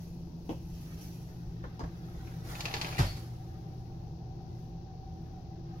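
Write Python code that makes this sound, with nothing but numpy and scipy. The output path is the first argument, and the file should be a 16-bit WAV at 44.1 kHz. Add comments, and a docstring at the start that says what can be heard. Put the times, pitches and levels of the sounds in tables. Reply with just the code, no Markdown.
"""Sweeping a shower curtain aside

Under a humming fan, someone steps up to a shower stall with rustling clothes and sweeps the curtain aside.
The rings scrape and clack along the rod, the sheet swishes, and the bunched curtain knocks on the wall.
Rubbing is noise made of tiny slips, knocks are short bursts of contacts, and hums and booms are sine waves.
The small hard room rings around a hand-held pair of microphones."""
import sys
import numpy as np
from scipy import signal
from scipy.fft import rfft, irfft
from scipy.io import wavfile
from scipy.ndimage import uniform_filter1d

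SR = 44100
rng = np.random.default_rng(int(sys.argv[2]) if len(sys.argv) > 2 else 0)


def generate_wav(sig):
    """Save sig (samples, or channels by samples) to the path in sys.argv[1] as 16-bit PCM at SR."""
    pcm = np.round(np.clip(np.atleast_2d(sig).T, -1, 1) * 32767).astype(np.int16)
    wavfile.write(sys.argv[1], SR, pcm)


N = 255780
TIME = np.arange(N) / SR  # s


def amp(db):
    """Turns decibels into gain."""
    return 10 ** (np.asarray(db) / 20)


def evened(x):
    """Scales a sound to rms 1."""
    return x / np.sqrt(np.mean(x ** 2) + 1e-20)


def read(points, hz):
    """Reads a curve over frequency at hz, with straight lines between its points on a log axis."""
    f, value = np.transpose(points)
    return np.interp(np.log(hz + 1), np.log(f + 1), value)


def add(mix, s, sound):
    """Lays a sound into the mix at time s."""
    part = mix[round(s * SR):][:len(sound)]
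    part += sound[:len(part)]


def drift(rate_hz):
    """A random wander of rms 1: noise that keeps little above rate_hz."""
    hz = np.fft.rfftfreq(N, 1 / SR)
    spectrum = rfft(rng.standard_normal(N)) * np.exp(-(hz / rate_hz) ** 2)
    return evened(irfft(spectrum, N))


def diffuse(size=N):
    """Spectra of noise from all sides: the two microphones agree mainly in the bass."""
    spacing_m, sound_m_s = .15, 343
    hz = np.fft.rfftfreq(size, 1 / SR)
    same = np.sinc(2 * hz * spacing_m / sound_m_s) * .97
    mid, side = rfft(rng.standard_normal((2, size))) * np.sqrt([1 + same, 1 - same])
    return hz, np.array([mid + side, mid - side])


def causal(db):
    """The promptest response with this spectrum (minimum phase), energy 1."""
    both_sides_db = np.r_[db, db[-2:0:-1]]
    log_gain = np.log(amp(both_sides_db))
    taps = np.fft.ifft(np.exp(np.conj(signal.hilbert(log_gain)))).real
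    return taps / np.linalg.norm(taps)


def room(x, lag_ms, wet_db, near_db, near_s=0.0061, left_db=7.0, count=5):
    """Sound arrives directly, then off the walls as a dying noise whose pattern shifts at random.

    A positive lag_ms delays the left microphone, a negative one the right."""
    # how long the room rings: f/Hz, time to fall 60 dB/s
    ring_times = [(100, 0.37), (400, 0.11), (1000, 0.21), (2500, 0.44), (5000, 0.47), (12000, 0.49)]
    t = np.arange(SR // 2) / SR
    direct = np.zeros((2, len(t)))
    direct[0, round(max(lag_ms, 0) * SR / 1000)] = amp(left_db)
    direct[1, round(max(-lag_ms, 0) * SR / 1000)] = amp(-left_db)
    out = signal.fftconvolve(x[None], direct, axes=1)[:, :N]

    # several wall patterns take turns, each with its own wandering share of the sound
    shares = np.array([drift(12) for _ in range(count)])
    for share in shares / np.linalg.norm(shares, axis=0):
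        noise = irfft(diffuse(size=len(t))[1])
        f, age, frames = signal.stft(noise, SR, nperseg=256)
        fading = frames * amp(-60 * age / read(ring_times, f)[:, None])
        tail = signal.istft(fading, SR)[1][:, :len(t)]
        near = irfft(diffuse(size=len(t))[1]) * np.exp(-t / near_s)
        late_part = amp(wet_db) * evened(tail * (t > .004))
        early_part = amp(near_db) * evened(near * (t > .0015))
        walls = (late_part + early_part) / np.sqrt(len(t))
        out += signal.fftconvolve((x * share)[None], walls, axes=1)[:, :N]
    return out / np.sqrt(1 + amp(wet_db) ** 2 + amp(near_db) ** 2)


def friction(colour, per_s, spread_db, smooth):
    """Rubbing surfaces: many tiny slips of uneven size over a smooth rub, rms 1."""
    happens = rng.random(N) < per_s / SR
    direction = rng.choice([-1, 1], N)
    size = amp(spread_db * np.minimum(rng.exponential(1, N), 4))
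    drive = evened(happens * direction * size) + smooth * rng.standard_normal(N)
    colour_filter = causal(read(colour, np.linspace(0, SR / 2, 2049)))
    return evened(signal.oaconvolve(drive, colour_filter)[:N])


def blows(rows, colour, chatter, size=41):
    """Each blow is one contact and a dying chatter of smaller ones, coloured by the struck body."""
    out = np.zeros(N)
    hz = np.linspace(0, SR / 2, 2049)
    t = np.arange(4096) / SR
    for s, db, tilt_db, chatter_s, *tones in rows:
        contacts = rng.standard_normal(len(t)) * np.exp(-t / max(chatter_s, 1e-4))
        contacts *= chatter / np.linalg.norm(contacts)
        contacts[0] = 1
        body_db = read(colour, hz) + tilt_db * np.log2(np.maximum(hz, 200) / 2000)
        for tone_hz, width_hz, tone_db in np.reshape(tones, (-1, 3)):
            body_db += tone_db / (1 + (2 * (hz - tone_hz) / width_hz) ** 2)
        # the contacts' broad spectrum is evened out, so the broad colour is that of the struck body
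        contact_power = uniform_filter1d(abs(rfft(contacts)) ** 2, size)
        contact_db = 10 * np.log10(contact_power)
        hit = signal.fftconvolve(contacts, causal(body_db - contact_db))
        add(out, s, amp(db) * hit / np.linalg.norm(hit))
    return out


def ring_modes(strikes, modes, rise_s):
    """A struck body's own tones (modes) swing up over rise_s at each strike and die away."""
    t = np.arange(SR) / SR
    out = np.zeros(N)
    swing = np.sin(np.pi / 2 * np.minimum(t / rise_s, 1)) ** 2
    tones = sum(amp(db - 60 * t / t60) * np.sin(2 * np.pi * hz * t) for hz, db, t60 in modes)
    for s, db in strikes:
        add(out, s, amp(db) * -swing * tones)
    return out


def swells(rows):
    """Gain of separate rubs, each rising to its peak and falling evenly in dB.

    A row gives the times to rise and fall by 10 dB, or one time for both; the least is 1 ms."""
    power = np.zeros(N)
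    for s, db, *times in rows:
        span_s = np.where(TIME < s, times[0], times[-1])
        power += amp(db - 10 * abs(TIME - s) / np.maximum(span_s, 1e-3)) ** 2
    return np.sqrt(power)


def pull(attack_s, growth_db_per_s, release_db_per_s):
    """Gain of the pull: a quick start, a steady change with one snag, a fade once the curtain stops."""
    pull_s, stop_s = 2.419, 3.05
    # the pull slackens once on the way
    snag_s, snag_length_s, snag_depth_db = 2.695, 0.022, -3
    travel_s = np.clip(TIME, pull_s, stop_s) - pull_s
    snag_db = snag_depth_db * np.exp(-((TIME - snag_s) / snag_length_s) ** 2)
    fade_db = release_db_per_s * np.maximum(TIME - stop_s, 0)
    start = np.minimum(travel_s / attack_s, 1)
    return start * amp(growth_db_per_s * travel_s + snag_db - fade_db)


def ventilation():
    """Fan rumble, motor hum and blade tone; tones and air resonances change as the microphones move in."""
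    # colour of the rumble: f/Hz, relative level/dB
    rumble_colour = [(15, -8.5), (30, -7), (55, -2.5), (100, -5.5), (150, -0.5), (205, -12), (400, -16),
                     (500, -23.5), (850, -25), (1150, -36), (2000, -46), (8000, -96)]
    # air resonances that the fan excites: f/Hz, width/Hz, level outside the stall/dB, level inside/dB
    air_modes = [(51, 3.9, -50, -61.5), (82.7, 11.6, -58, -51.5), (161.2, 8.1, -54, -53),
                 (337, 15.7, -62.5, -57.5), (764.2, 26.8, -82.5, -58)]
    # how far the microphones are inside the stall: t/s, share (0-1)
    inside_share = [(0, 0.34), (2.2, 0.78), (3.4, 0.94), (5.8, 0.97)]
    # the microphones pass through the standing waves of both tones: t/s, motor level/dB, blade level/dB
    hum_levels = [(0, -54, -44.5), (.8, -55, -48), (1.1, -48.5, -47.5), (3.2, -45.5, -54.5),
                  (4.3, -47.5, -58), (5.8, -50.5, -51.5)]
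    motor_hz, blades_hz = 119.3, 170.75

    inside = np.interp(TIME, *np.transpose(inside_share))
    hz, noise = diffuse()
    rumble = evened(irfft(noise * amp(read(rumble_colour, hz)), N))
    out = amp(-46.5) * rumble * amp(.5 * drift(2.4))

    hz, noise = diffuse()
    for mode_hz, width_hz, out_db, in_db in air_modes:
        ringing = evened(irfft(noise / (1 + ((hz - mode_hz) / width_hz) ** 2), N))
        out += ringing * amp(out_db + (in_db - out_db) * inside)

    s, motor_db, blades_db = np.transpose(hum_levels)
    for tone_hz, waver_hz, db in ((motor_hz, .4, motor_db), (blades_hz, 1.0, blades_db)):
        pitch_hz = tone_hz + waver_hz * drift(4.77)
        tone = np.sin(2 * np.pi * np.cumsum(pitch_hz) / SR)
        out += evened(tone) * amp(np.interp(TIME, s, db))
    return out * amp([[.3], [-.3]])  # slightly louder on the left


def hiss():
    """Steady faint noise of each microphone, coloured by its own curve; the left one is much noisier."""
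    # colour of each hiss: f/Hz, relative level/dB
    left_colour = [(1000, -17), (2000, -10), (2650, -1), (3200, -2.5), (4500, 3), (5800, 3.5), (7000, -10),
                   (8200, -48), (11000, -18.5), (16000, -18)]
    right_colour = [(1000, -6), (2000, -25), (2650, 12), (3300, -11), (6000, 6), (8200, -26), (11000, -3),
                    (16000, 5.5)]
    hz = np.fft.rfftfreq(N, 1 / SR)
    sides = []
    for colour, level_db in ((left_colour, -65), (right_colour, -80.0)):
        spectrum = rfft(rng.standard_normal(N)) * amp(read(colour, hz))
        sides.append(amp(level_db) * evened(irfft(spectrum, N)))
    return np.array(sides)


def rustling():
    """Clothes rub at each movement and soles shuffle: both are friction that swells and fades."""
    # colour of rubbing clothes, then of shuffling soles: f/Hz, relative level/dB
    cloth_colour = [(200, 2), (900, -16.5), (1600, -6), (2700, 9), (3500, 1.5), (5800, 10.5), (8200, -4),
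                    (11500, 5), (16000, 0.5)]
    sole_colour = [(200, 10.5), (700, 8), (1500, 7.5), (2600, -2), (4000, 0.5), (8000, -48), (16000, -45.5)]
    # rustles, one for each movement: peak t/s, relative level/dB, 10 dB rise time/s, 10 dB fall time/s
    rustles = [(0, -69, 0.11, 0.2), (.52, -68.5, 0.08, 0.04), (.82, -67, 0.21, .4),
               (1.035, -60.5, 0.05, 0.06), (1.13, -68.5, 0.5, .25), (2.34, -70, 0.54, 0.38),
               (3.47, -77.5, 1, 0.38), (3.75, -82, .1, 0.6), (4.6, -78, 0.16, 0.13),
               (5.21, -83.5, 0.3, 0.5), (5.8, -79, 0.1, -5)]
    # shuffles of the feet: peak t/s, relative level/dB, time to rise or fall 10 dB/s
    shuffles = [(0, -67, .1), (.93, -61, 0.24), (1.3, -67.5, 0.2), (1.65, -59, 0.05), (1.97, -64, 0),
                (2.3, -58.5, 0.9), (3.5, -65, 0.47), (4.5, -70.5, 0.6), (5.27, -68.5, 0.35),
                (5.8, -63, 0.3)]
    clothes = amp(7.5) * swells(rustles) * friction(cloth_colour, per_s=1500, spread_db=3.0, smooth=0.91)
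    feet = swells(shuffles) * friction(sole_colour, per_s=300, spread_db=1, smooth=0.74)
    return room(clothes + feet, lag_ms=.1, wet_db=4.5, near_db=14, left_db=9) * amp([[-.9], [.9]])


def footfalls():
    """Footfalls and knocks on the way are chattering contacts; heels set the floor's low tones booming."""
    # footfalls and knocks: t/s, relative level/dB, brightness/dB per octave, chatter decay/s,
    # body tone f/Hz, clack tone f/Hz, clack tone boost/dB
    steps = [(.493, -28, -1.4, 0.0029, 305, 2890, 11), (.509, -37, -0.1, 0.02, 534, 2980, 11),
             (1.6405, -39, .2, 0.0043, 470, 1640, 24), (1.7945, -37, 1.8, .0047, 910, 4900, 8.5),
             (1.807, -35, -2, .0024, 930, 1700, 21.5), (1.838, -38.5, 0, 0.0023, 110, 1730, 14),
             (2.274, -52.5, 4.5, .0064, 1620, 2430, 20)]
    # colour of a footfall: f/Hz, relative level/dB
    step_colour = [(60, -4), (250, 5.5), (500, -1.5), (900, -1), (1500, -20), (2000, -22.5), (3000, -23),
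                   (4000, -25), (6300, -24), (8200, -41), (16000, -45)]
    # heels landing: t/s, relative level/dB
    heels = [(.495, -4.5), (.725, 0), (1.47, 3.5), (1.83, 2.5), (2.17, 1.5)]
    # the floor's boom: f/Hz, relative level/dB, time to fall 60 dB/s
    floor_modes = [(32.8, -47, 0.27), (51.4, -32.5, 0.19), (78.6, -42, 0.14)]
    # the body tone's width is a share of its pitch
    body_width, body_db, clack_width_hz = 0.34, 8.5, 1160
    knocks = []
    for s, db, tilt_db, chatter_s, body_hz, clack_hz, clack_db in steps:
        body_tone = (body_hz, body_width * body_hz, body_db)
        clack_tone = (clack_hz, clack_width_hz, clack_db)
        knocks.append((s, db, tilt_db, chatter_s, *body_tone, *clack_tone))
    impacts = amp(25.5) * blows(knocks, step_colour, chatter=0.71)
    floor = ring_modes(heels, floor_modes, rise_s=0.01)
    return floor + room(impacts, lag_ms=-0.34, wet_db=0.5, near_db=4.0, near_s=0.021, left_db=1.5)


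def curtain_sheet():
    """The sheet swishes as friction, fading as it folds up, and its folds flap."""
    # colour of the swish: f/Hz, relative level/dB
    sheet_colour = [(150, 3), (600, 10), (1300, 6.5), (2500, 0.5), (5500, 1.5), (8200, -7), (12000, -1),
                    (16000, -9)]
    # folds flap on the way and as the sheet swings out:
    # peak t/s, relative level/dB, 10 dB rise time/s, 10 dB fall time/s (below 0.001 counts as 0.001)
    flaps = [(2.8145, -45, 0, 0.0073), (3.17, -59.5, -0.32, 0.07), (3.272, -58, -0.56, -0.07)]
    sweep = amp(-53.5) * pull(attack_s=0.077, growth_db_per_s=-4, release_db_per_s=60)
    swish = np.hypot(sweep, swells(flaps))
    sheet = amp(5.5) * swish * friction(sheet_colour, per_s=2300, spread_db=3.5, smooth=0.99)
    return room(sheet, lag_ms=.1, wet_db=5, near_db=17.5, left_db=8.0) * amp([[-.5], [.5]])


def curtain_rings():
    """Rings scrape and tick along the rod, louder as they gather, and skid on after each clack."""
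    # colour of scraping along the rod, then of a struck ring: f/Hz, relative level/dB
    scrape_colour = [(150, -12), (400, -3), (800, 11.5), (1300, 2.5), (1900, 1), (2450, -15), (3200, -4),
                     (4600, -11), (6300, -5), (8000, -52), (16000, -39)]
    ring_colour = [(200, 0.5), (800, -1), (1700, -4.5), (2300, 2.5), (3300, -1.5), (4400, 1.5), (5900, -6),
                   (7200, -12.5), (8300, -26), (16000, -32)]
    # rings clacking: t/s, relative level/dB, brightness/dB per octave, ring tone f/Hz, ring tone boost/dB
    clack_rows = [(2.5533, -38, -2, 2470, 11.5), (2.6066, -30, 3.5, 2400, 1.5),
                  (2.6551, -25, 0.5, 2600, 8.5), (2.712, -32, -3.5, 1800, 4), (2.7400, -24, 0, 2320, 2),
                  (2.7668, -30, -1.5, 2140, -7), (2.814, -25.5, 1.5, 2500, 2.5),
                  (2.8464, -27.5, -2, 2610, 9), (2.9256, -34, -4, 2460, 13), (2.9487, -38, 2, 2400, 14),
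                  (2.9695, -37, 2, 2560, 14), (2.9818, -29, -1, 1920, 16)]
    # a skid's level is set against its clack; its fall time is for 10 dB
    skid_db, skid_fall_s = -18.5, 0.072
    # a clean clack rings out, a dull one chatters longer: each 10 dB of tone halves the chatter
    base_chatter_s, halving_db, tone_width_hz = 0.0027, 10, 560

    skids = swells([(s, db + skid_db, base_chatter_s, skid_fall_s) for s, db, *_ in clack_rows])
    travel = amp(-47.5) * pull(attack_s=0.13, growth_db_per_s=3, release_db_per_s=135)
    slide = np.hypot(travel, skids)
    scrape = amp(-2.5) * slide * friction(scrape_colour, per_s=700, spread_db=4.0, smooth=0.28)
    ticks = amp(-7.0) * slide * friction(ring_colour, per_s=80, spread_db=1, smooth=0)

    hits = []
    for s, db, tilt_db, tone_hz, tone_db in clack_rows:
        chatter_s = base_chatter_s * .5 ** (tone_db / halving_db)
        hits.append((s, db, tilt_db, chatter_s, tone_hz, tone_width_hz, tone_db))
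    clacks = amp(19.5) * blows(hits, ring_colour, chatter=0.63)
    rings = scrape + ticks + clacks
    in_room = room(rings, lag_ms=.41, wet_db=-3.5, near_db=1, near_s=0.01, left_db=0.5)
    return in_room * amp([[.6], [-.6]])


def wall_knock():
    """The bunched rings slap home; the wall panel booms and the rod rings, roughened by the rings on it."""
    # the bunched curtain hits the wall: t/s, relative level/dB, brightness/dB per octave, chatter decay/s
    slap_rows = [(2.9825, -32, 2.5, 0.0075), (2.990, -22, 1, 0.021), (3.004, -23.5, -1, 0.024),
                 (3.165, -46.5, 3.5, 0.0086)]
    # colour of that slap: f/Hz, relative level/dB
    slap_colour = [(60, 17), (250, 8.5), (450, 7.5), (700, 9), (1200, 3.5), (2000, -1), (3000, -3.5),
                   (5500, -5.5), (8200, -18.5), (12000, -16), (16000, -36)]
    # the final blow and its rebound: t/s, relative level/dB
    wall_strikes = [(2.988, -1.5), (3.148, -22)]
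    # tones of the wall panel, then of the rod: f/Hz, relative level/dB, time to fall 60 dB/s
    wall_modes = [(47.8, -26, 0.67), (78.4, -41, .4), (95.7, -20, 0.43), (136, -4, 0.079), (146, -49, 0.26),
                  (259, -29, 0.2), (334, -42.5, 0.53)]
    rod_modes = [(2223, -52, .3), (4269, -52, .35), (4370, -52, .35), (4468, -48, .35), (4506, -51, .35),
                 (4620, -51, .35), (4750, -54, .35)]
    # the rings spring back and set the rod ringing: t/s, relative level/dB
    recoil = [(3.05, 2.5)]

    slaps = amp(23.5) * blows(slap_rows, slap_colour, chatter=2.4)
    roughness = .8 + .6 * drift(120)
    rod = ring_modes(recoil, rod_modes, rise_s=.025) * roughness
    boom = ring_modes(wall_strikes, wall_modes, rise_s=0.019)
    slaps_in_room = room(slaps, lag_ms=.41, wet_db=2.0, near_db=1.5, left_db=1.5)
    rod_in_room = room(rod, lag_ms=.2, wet_db=-0.5, near_db=-2, left_db=2)
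    return boom + slaps_in_room + rod_in_room


def scene():
    """Everything in the shower room, added together."""
    person = rustling() + footfalls()
    curtain = curtain_sheet() + curtain_rings() + wall_knock()
    return ventilation() + hiss() + person + curtain


def record(dry):
    """The recorder's band limit: a steep filter removes what lies above its edge."""
    edge_hz = 15900
    low_pass = signal.firwin(511, edge_hz, window=("kaiser", 9), fs=SR)
    return signal.oaconvolve(dry, low_pass[None], "same")


dry = scene()
out = record(dry)
generate_wav(out)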